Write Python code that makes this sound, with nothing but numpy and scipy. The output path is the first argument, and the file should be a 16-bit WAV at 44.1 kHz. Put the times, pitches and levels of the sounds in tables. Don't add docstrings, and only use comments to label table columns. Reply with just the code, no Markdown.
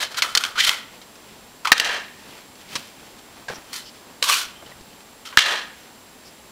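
import sys
import numpy as np
from scipy import signal
from scipy.fft import rfft, irfft
from scipy.io import wavfile
from scipy.ndimage import uniform_filter1d

SR = 44100
rng = np.random.default_rng(int(sys.argv[2]) if len(sys.argv) > 2 else 0)


def unload_audio(sound):
    columns = np.transpose(np.atleast_2d(sound))
    steps = np.round(np.clip(columns, -1, 1) * 32767)
    wavfile.write(sys.argv[1], SR, steps.astype(np.int16))


def invert_db(x):
    u = np.asarray(x, float) / 20
    return 10 ** u


N = 287207

# pitch_hz, width_hz, level_db
BLADE = [(1260, 17.5, -3.5), (1876, 156, 8.5), (2776, 93, 6), (3100, 50, 9), (3959, 110, 9.5),
         (5713, 84, 2.5), (7470, 80, -5.5)]
# pitch_hz, width_hz, level_db
HELD = [(1442, 224, 8), (2033, 340, 12), (3065, 80, 21.5), (3467, 570, 11.5), (4136, 64, 16.5),
        (5360, 237, -14.5), (5780, 141.4, -8), (7700, 112, -27.5)]
# pitch_hz, width_hz, level_db
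SCOOP = [(1140, 95, 7), (1500, 230, 0.5), (2454, 216, -3), (2900, 54, -7), (3995, 130, -1), (5340, 160, -5),
         (6650, 98, -13.5), (8300, 120, -12)]
# start_s, end_s, modes, air_gap_strength (ratio), edge_hiss_db, counter_rumble_db
GRIPS = [
    (0, .13, HELD, 0.86, -5, -1),
    (.55, .63, HELD, 2.16, -8, -20.5),
    (1.6, 1.715, HELD, 1.8, -9, -23.5),
    (1.715, 2.2, BLADE, 1, -14, -7),
    (3.6, 4, HELD, 0.53, 3.5, -12.5),
    (4.2, 4.6, SCOOP, 1, 3, -13),
    (5.37, 5.8, BLADE, 0.47, -12, -7.5),
    (0, 6.6, HELD, 0.77, -2.5, -13.5),
]


def grip(s):
    return next(row[2:] for row in GRIPS if row[0] <= s + .01 < row[1])


def scraper(s, drive, low_hz, blade_hz, low_width, blade_width, ring, blow):
    modes, open_gap = grip(s)[:2]
    steel = evened(sum(invert_db(db) * resonate(drive, hz, width) / np.sqrt(width) for hz, width, db in modes))
    gap = evened(resonate(resonate(drive, low_hz, low_width), low_hz, 3 * low_width))
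    low = max(open_gap, blow) * gap
    low = low + 0.72 * band(drive, 864, 2556, order=3)
    low = low + ring * band(steel, 1103, 1718)
    mid = .55 * evened(resonate(drive, blade_hz, blade_width))
    mid = mid + .75 * band(drive, 2300, 5800)
    mid = mid + 1.25 * ring * band(steel, 2300, 8500)
    edge = band(drive, 3470, 14000)
    return evened(low), -evened(mid), edge


# pitch_hz, level_db (per Hz)
GRIT = [(200, -76), (450, -16), (1000, 6), (2000, 0.5), (4000, -4), (6000, -7), (10000, -11), (15000, -13)]
# time_s, air_gap_hz, loudest_blade_hz
LEAN = [(0.03, 1685, 3850), (0.16, 1543, 4070), (0.24, 1315, 3300), (0.43, 1456, 3300), (0.575, 1294, 3270),
        (0.611, 1843, 3200), (0.69, 2045, 3200), (1.65, 1289, 3300), (1.71, 1230, 3100),
        (1.735, 1660, 3280), (1.9, 1657, 2850), (3.73, 1895, 4230), (3.85, 1500, 3670), (4.25, 1150, 3770),
        (4.335, 1118, 2600), (4.37, 1425, 3240), (5.3, 1330, 3100), (5.39, 1680, 3390)]
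# peak_s, rise_s,
# fall_s, gap_db, blade_db (above the gap)
STROKES = [(0.032, 0.33, 0.0566, -31, 6), (0.119, 0.0452, 0.064, -42.5, 3.5), (0.172, .006, 0.023, -32, 6.5),
           (0.186, .025, 0.0335, -26, 2), (.238, 0.0111, 0.0913, -26, -5), (0.299, 0.0582, 0.14, -42, 3),
           (.368, 0.0213, 0.0155, -26, -8), (.40, 0.0624, 0.13, -31.5, -2), (.462, 0.0289, 0.109, -34, -3),
           (0.558, .006, 0.045, -30, -5), (0.582, .012, 0.0366, -23.5, -2.5), (.604, 0.0299, 0.0386, -22, 8),
           (.645, .03, 0.0397, -29, 12.5), (.675, .03, 0.0515, -23.5, 5.5), (.71, 0.02975, 0.133, -28, -1),
           (1.654, .006, 0.0244, -20.5, -6.5), (1.695, 0.035, 0.067, -30.5, -9.5),
          (1.738, .01, 0.0078, -27, -4), (1.77, 0.046, 0.048, -33, 2), (1.816, .04, 0.074, -27.5, 0),
          (1.86, 0.0359, 0.11, -27.5, 0), (1.919, 0.0981, 0.152, -27, -0.5),
          (3.733, 0.01025, 0.055, -39, 5), (3.765, 0.0379, 0.0943, -40.5, 6),
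          (4.24, .016, 0.093, -34, 10.5), (4.298, 0.05, 0.063, -21.5, -1), (4.33, .05, 0.0935, -29.5, 9.5),
          (4.38, .06, 0.1312, -31, 3), (5.254, 0.00485, 0.126, -44, 5.5), (5.34, 0.043, 0.049, -44, -12.5),
          (5.384, 0.01122, 0.046, -26, 10.5), (5.408, .016, 0.094, -28, 8),
          (5.465, 0.0465, 0.135, -25.5, 1.5), (5.52, 0.0789, 0.151, -25, 0)]
STROKE_ROUND = 1.158
SLIDING_RING = 0.541
EDGE_PER_BLADE, EDGE_DULLING, BLADE_DULLING = 0.703, 0.53, 0.0515
RUMBLE_PER_BLADE, RUMBLE_LAG = -0.58, 0.088


def drag(s, rise_s, fall_s, db, blade_db):
    t = np.arange(max(s - 1.5 * rise_s, 0), s + 1.5 * fall_s + .005, 1 / SR)
    when, low_hz, blade_hz = np.transpose(LEAN)
    speed_db = gesture(t, s, rise_s, fall_s, STROKE_ROUND)
    edge_db, rumble_db = grip(s)[2:]
    drive = coloured(grains(len(t), 11000, 3.3), GRIT)
    low_hz, blade_hz = np.interp(t, when, low_hz), np.interp(t, when, blade_hz)
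    low, mid, edge = scraper(s, drive, low_hz, blade_hz, 170, 400, SLIDING_RING, 0)
    rumble = band(grains(len(t), 9000, 2.42), 415.3, 1107)
    mid = invert_db(blade_db + BLADE_DULLING * speed_db) * mid
    edge = invert_db(edge_db + EDGE_PER_BLADE * blade_db + EDGE_DULLING * speed_db) * edge
    rumble = invert_db(rumble_db + RUMBLE_PER_BLADE * blade_db - RUMBLE_LAG * speed_db) * rumble
    stroke = invert_db(db + speed_db) * (low + mid + edge + rumble)
    return t[0], stroke * signal.windows.tukey(len(t), .1)


# start_s, blow_db, tile_ring_hz, blade_db (above the tile), blade_hz
TAPS = [(0.2215, -9.5, 2106, 4, 4250), (0.3514, -11.5, 1500, 9.5, 4260), (0.3745, -19, 1440, 13.5, 4370),
        (0.4381, -14.5, 1387, 4.5, 3410), (0.4505, -17, 1370, 2, 3256), (1.6495, -21.5, 1260, 0, 3090),
        (1.727, -4, 1637, 1.5, 4560), (1.7797, -19, 1566, 6, 3720), (1.7994, -16, 1740, 10, 2884),
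        (4.2265, -18, 1006, 13.5, 3947), (5.3902, -4.5, 2073, 1.5, 3244)]
# start_s, blow_db, tile_ring_hz, blade_db (above the tile), blade_hz
BUMPS = [
    (0.1446, -26, 1330, 1, 4300),
    (0.225, -9.5, 2013, 0.5, 4204),
    (1.6725, -14, 1102, -1.5, 2560),
    (1.8465, -23.5, 1730, 11, 2910),
    (4.2976, -20, 1018, -3, 3880),
    (4.3364, -23, 1500, 10, 2700),
    (5.327, -28.5, 1077, -22.5, 2860),
]
# start_s, blow_db, tile_ring_hz, blade_db (above the tile), blade_hz
SLAMS = [
    (0.6937, -9, 1990, 10, 3100),
    (1.719, 10, 1839, -4, 3750),
    (5.3731, 6, 1711, -7, 3951),
]
TAP_T60_S, BUMP_T60_S, SLAM_T60_S = 0.0295, 0.068, 0.0118


def knock(s, db, low_hz, blade_db, blade_hz, t60):
    t = np.arange(3600) / SR
    drive = rng.standard_normal(len(t)) * invert_db(-60 * (t / max(t60, .004)) ** 1.012)
    drive[:4] += 3.23 * np.array([0.082, 0.67, 0.94, 0.333])
    low, mid, edge = scraper(s + .002, drive, low_hz, blade_hz, 212, 160, 0.238, 0.52)
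    top = np.abs(low).max()
    return s - .0003, invert_db(db) / top * (low + invert_db(blade_db) * (mid + invert_db(-13.5) * edge))


# start_s, level_db, pitch_hz
THUMPS = [
    (0.549, -48, 60),
    (0.687, -36, 120),
    (1.89, -44, 70),
    (3.505, -35.5, 220),
    (3.583, -48, 80),
    (4.463, -51, 50),
    (4.81, -40.5, 71.3),
    (5.3755, -19, 205),
]


def thump(s, db, hz):
    u = np.arange(3000) / SR * 2 * np.pi * hz
    return s, invert_db(db) * np.e * u * (1 - 0.033 * u) * np.exp(-u)


# start_s, length_s, level_db, pitch_hz, width_hz
RUBS = [
    (3.526, 0.0504, -44.5, 5590, 700),
    (3.827, 0.091, -46.5, 4860, 1100),
    (3.847, 0.0624, -49.5, 3020, 400),
    (4.526, 0.112, -52, 3100, 150),
    (5.256, 0.0262, -44.5, 5340, 500),
    (6.242, .07, -50.5, 5200, 900),
]


def rub(s, length, db, hz, width):
    slips = grains(round(length * SR), 7800, 9.7)
    squeak = evened(resonate(resonate(slips, hz, width), hz, 2 * width))
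    return s, invert_db(db) * squeak * signal.windows.tukey(len(slips), .6)


# start_s, smack_db, hollow_hz, skin_db
# (above the hollow), t60_s
PATS = [(1.016, -42.5, 388, 7.5, 0.107), (1.156, -44, 1310, 5, 0.06), (2.555, -45, 820.6, 4, 0.045),
        (2.755, -19.5, 1140, 3.5, 0.0563), (2.761, -21.5, 868, 8, 0.0366), (2.889, -44.5, 565, 5, 0.018),
        (3.188, -38.5, 250, -6.5, 0.065), (3.484, -19, 1605, -10.5, 0.124), (3.499, -19, 533, -19.5, 0.056),
        (4.224, -23, 545, -23, 0.0503), (4.624, -32.5, 630, -18.5, 0.05), (4.662, -36, 3016, -7, 0.055),
        (4.699, -40, 3950, -15, 0.05), (4.716, -34.5, 1890, -21.5, 0.039), (4.809, -41.5, 401, -1.5, 0.056),
        (4.929, -43.5, 2900, -0.5, 0.046), (5.006, -41.5, 905, 4.5, 0.052)]


def pat(s, db, hollow_hz, skin_db, t60):
    t = np.arange(4000) / SR
    drive = rng.standard_normal(len(t)) * invert_db(-60 * t / max(t60, .004))
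    drive = drive * (1 - np.exp(-t / 0.000356))
    hollow = evened(resonate(drive, hollow_hz, 133)) + 0.66 * band(drive, 144, 1610)
    smack = evened(hollow) + invert_db(skin_db) * band(drive, 1200, 5710)
    return s - .001, invert_db(db) * smack / np.abs(evened(hollow)).max()


# pitch_hz, level_db (per Hz)
PEEL = [(710, -71.5), (1200, -10), (1650, -8), (2540, -4.5), (5610, -8.5), (6750, -14), (14000, -20.5)]
# peak_s, rise_s, fall_s, mass_db, peel_db
SQUEEZES = [(.95, 0.13, 0.0803, -50, -51), (1.3, 0.28, 0.41, -55.5, -52),
            (2.38, 0.463, 0.123, -47.5, -45.5), (2.62, 0.075, 0.034, -60.5, -47),
            (2.752, 0.1024, 0.19, -44, -36.5), (3.01, 0.11, 0.275, -50.5, -50),
            (3.193, 0.023, 0.014, -54.5, -46), (3.40, 0.356, 0.13, -50.5, -53.5),
            (3.515, 0.0153, 0.148, -37, -41.5), (3.7, 0.105, 0.19, -51, -48.5),
            (3.95, 0.035, 0.13, -62.5, -49), (4.11, 0.147, .1, -49.5, -58), (4.70, .2, 0.17, -48.5, -53),
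            (4.9, 0.16, 0.23, -66, -57), (5.78, .1, 0.25, -58.5, -50.5), (5.88, 0.087, 0.063, -49.5, -59),
            (6.27, 0.076, 0.174, -55, -52.5)]
SQUEEZE_ROUND = 1.162
REST_MASS_DB, REST_PEEL_DB, POCKET_HZ = -62, -77.5, 3200


def handling():
    t = np.arange(N) / SR
    coarse = t[::32]
    mass_gain, peel_gain = invert_db(REST_MASS_DB), invert_db(REST_PEEL_DB)
    for s, rise_s, fall_s, mass_db, peel_db in SQUEEZES:
        effort = invert_db(np.maximum(gesture(coarse, s, rise_s, fall_s, SQUEEZE_ROUND), -99))
        mass_gain = np.hypot(mass_gain, invert_db(mass_db) * effort)
        peel_gain = np.hypot(peel_gain, invert_db(peel_db) * effort)
    mass = band(grains(N, 3000, 7.5), 102, 1568)
    peel = coloured(grains(N, 6000, 0.83), PEEL)
    peel = evened(peel + 0.149 * evened(resonate(peel, POCKET_HZ, 459)))
    return np.interp(t, coarse, mass_gain) * mass + np.interp(t, coarse, peel_gain) * peel


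# pitch_hz, t60_s
KITCHEN = [(300, 0.21), (2000, 1), (10000, 0.35)]


def kitchen(x):
    taps = np.zeros(SR // 2)
    at = np.arange(150, len(taps) - 20, 20)
    taps[at + rng.integers(0, 20, len(at))] = rng.choice([-1., 1.], len(at))
    hz, t, z = signal.stft(taps, SR, nperseg=256)
    decay = invert_db(-60 * t / read(KITCHEN, hz)[:, None])
    tail = signal.istft(z * decay, SR, nperseg=256)[1]
    return signal.fftconvolve(x, tail / np.linalg.norm(tail))[:N]


# pitch_hz, level_db (per Hz)
HISS = [(12, -42), (20, -10), (142, -8.5), (228, 2), (301, -2), (718, -5), (849, -4), (1400, -9.5),
        (4300, -12), (7110, -16.5), (7730, -16), (8410, -18), (11800, -23.5), (14700, -18), (16000, -28.5)]
HISS_DB = -47.5
# pitch_hz, width_hz, level_db
HUMPS = [(10350, 670, -62.5), (14200, 800, -67.5)]
# pitch_hz, wander_hz, level_db
WHINE = [(7567, 14.96, -58), (15130, 24, -77)]


def camera():
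    hiss = invert_db(HISS_DB) * coloured(rng.standard_normal(N), HISS)
    hiss += sum(invert_db(db) * evened(resonate(rng.standard_normal(N), hz, width)) for hz, width, db in HUMPS)
    swell = uniform_filter1d(uniform_filter1d(rng.standard_normal(N), size=2500), size=2500)
    lumps = invert_db(4.9 * np.tanh(evened(swell)))
    hiss += invert_db(-63) * lumps * band(rng.standard_normal(N), 38.9, 209)
    wander = evened(uniform_filter1d(rng.standard_normal(N), size=400))
    whine = sum(invert_db(db) * np.cos(2 * np.pi * np.cumsum(hz + dev * wander) / SR) for hz, dev, db in WHINE)
    return hiss + whine


def gesture(t, top_s, rise_s, fall_s, roundness):
    side_s = np.where(t < top_s, max(rise_s, .003), max(fall_s, .003))
    return -20 * (np.abs(t - top_s) / side_s) ** roundness


def grains(count, per_s, spread_db):
    drift = evened(uniform_filter1d(rng.standard_normal(count), size=300))
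    clumps = invert_db(1.5 * np.clip(drift, -2, 2))
    size = invert_db(spread_db * np.minimum(rng.exponential(1, count), 3))
    sign = rng.choice([-1., 1.], count)
    return evened(clumps * size * sign * (rng.random(count) < per_s / SR))


def resonate(x, hz, width):
    turn = np.exp(2j * np.pi * np.cumsum(hz * np.ones(len(x))) / SR)
    r = np.exp(-np.pi * width / SR)
    return 2 * (turn * signal.lfilter([1 - r], [1, -r], x / turn + 1e-18)).real


def coloured(x, points):
    return evened(irfft(rfft(x) * invert_db(read(points, np.fft.rfftfreq(len(x), 1 / SR))), len(x)))


def band(x, lo_hz, hi_hz, order=2):
    sos = signal.butter(order, [lo_hz, hi_hz], "band", fs=SR, output="sos")
    return evened(signal.sosfilt(sos, x))


def evened(x):
    return x / np.sqrt(np.mean(x ** 2) + 1e-20)


def read(points, hz):
    f, value = np.transpose(points)
    return np.interp(np.log(hz + 1), np.log(f + 1), value)


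def add(mix, s, sound):
    part = mix[max(round(s * SR), 0):][:len(sound)]
    part += sound[:len(part)]


def scene():
    near = handling()
    for table, t60 in ((TAPS, TAP_T60_S), (BUMPS, BUMP_T60_S), (SLAMS, SLAM_T60_S)):
        for row in table:
            add(near, *knock(*row, t60))
    for source, table in ((drag, STROKES), (thump, THUMPS), (rub, RUBS), (pat, PATS)):
        for row in table:
            add(near, *source(*row))
    echo = invert_db(-23) * kitchen(near)
    return (near + echo + camera())[None]


def band_limit(x):
    return signal.sosfilt(signal.butter(12, 16230, fs=SR, output="sos"), x)


def record(dry):
    clipped = np.clip(dry, -.94, .94)
    lowpass = signal.firwin(511, 15800, window=("kaiser", 8), fs=SR)
    limited = signal.oaconvolve(clipped, lowpass[None], "same")
    return band_limit(limited)


dry = scene()
out = record(dry)
unload_audio(out)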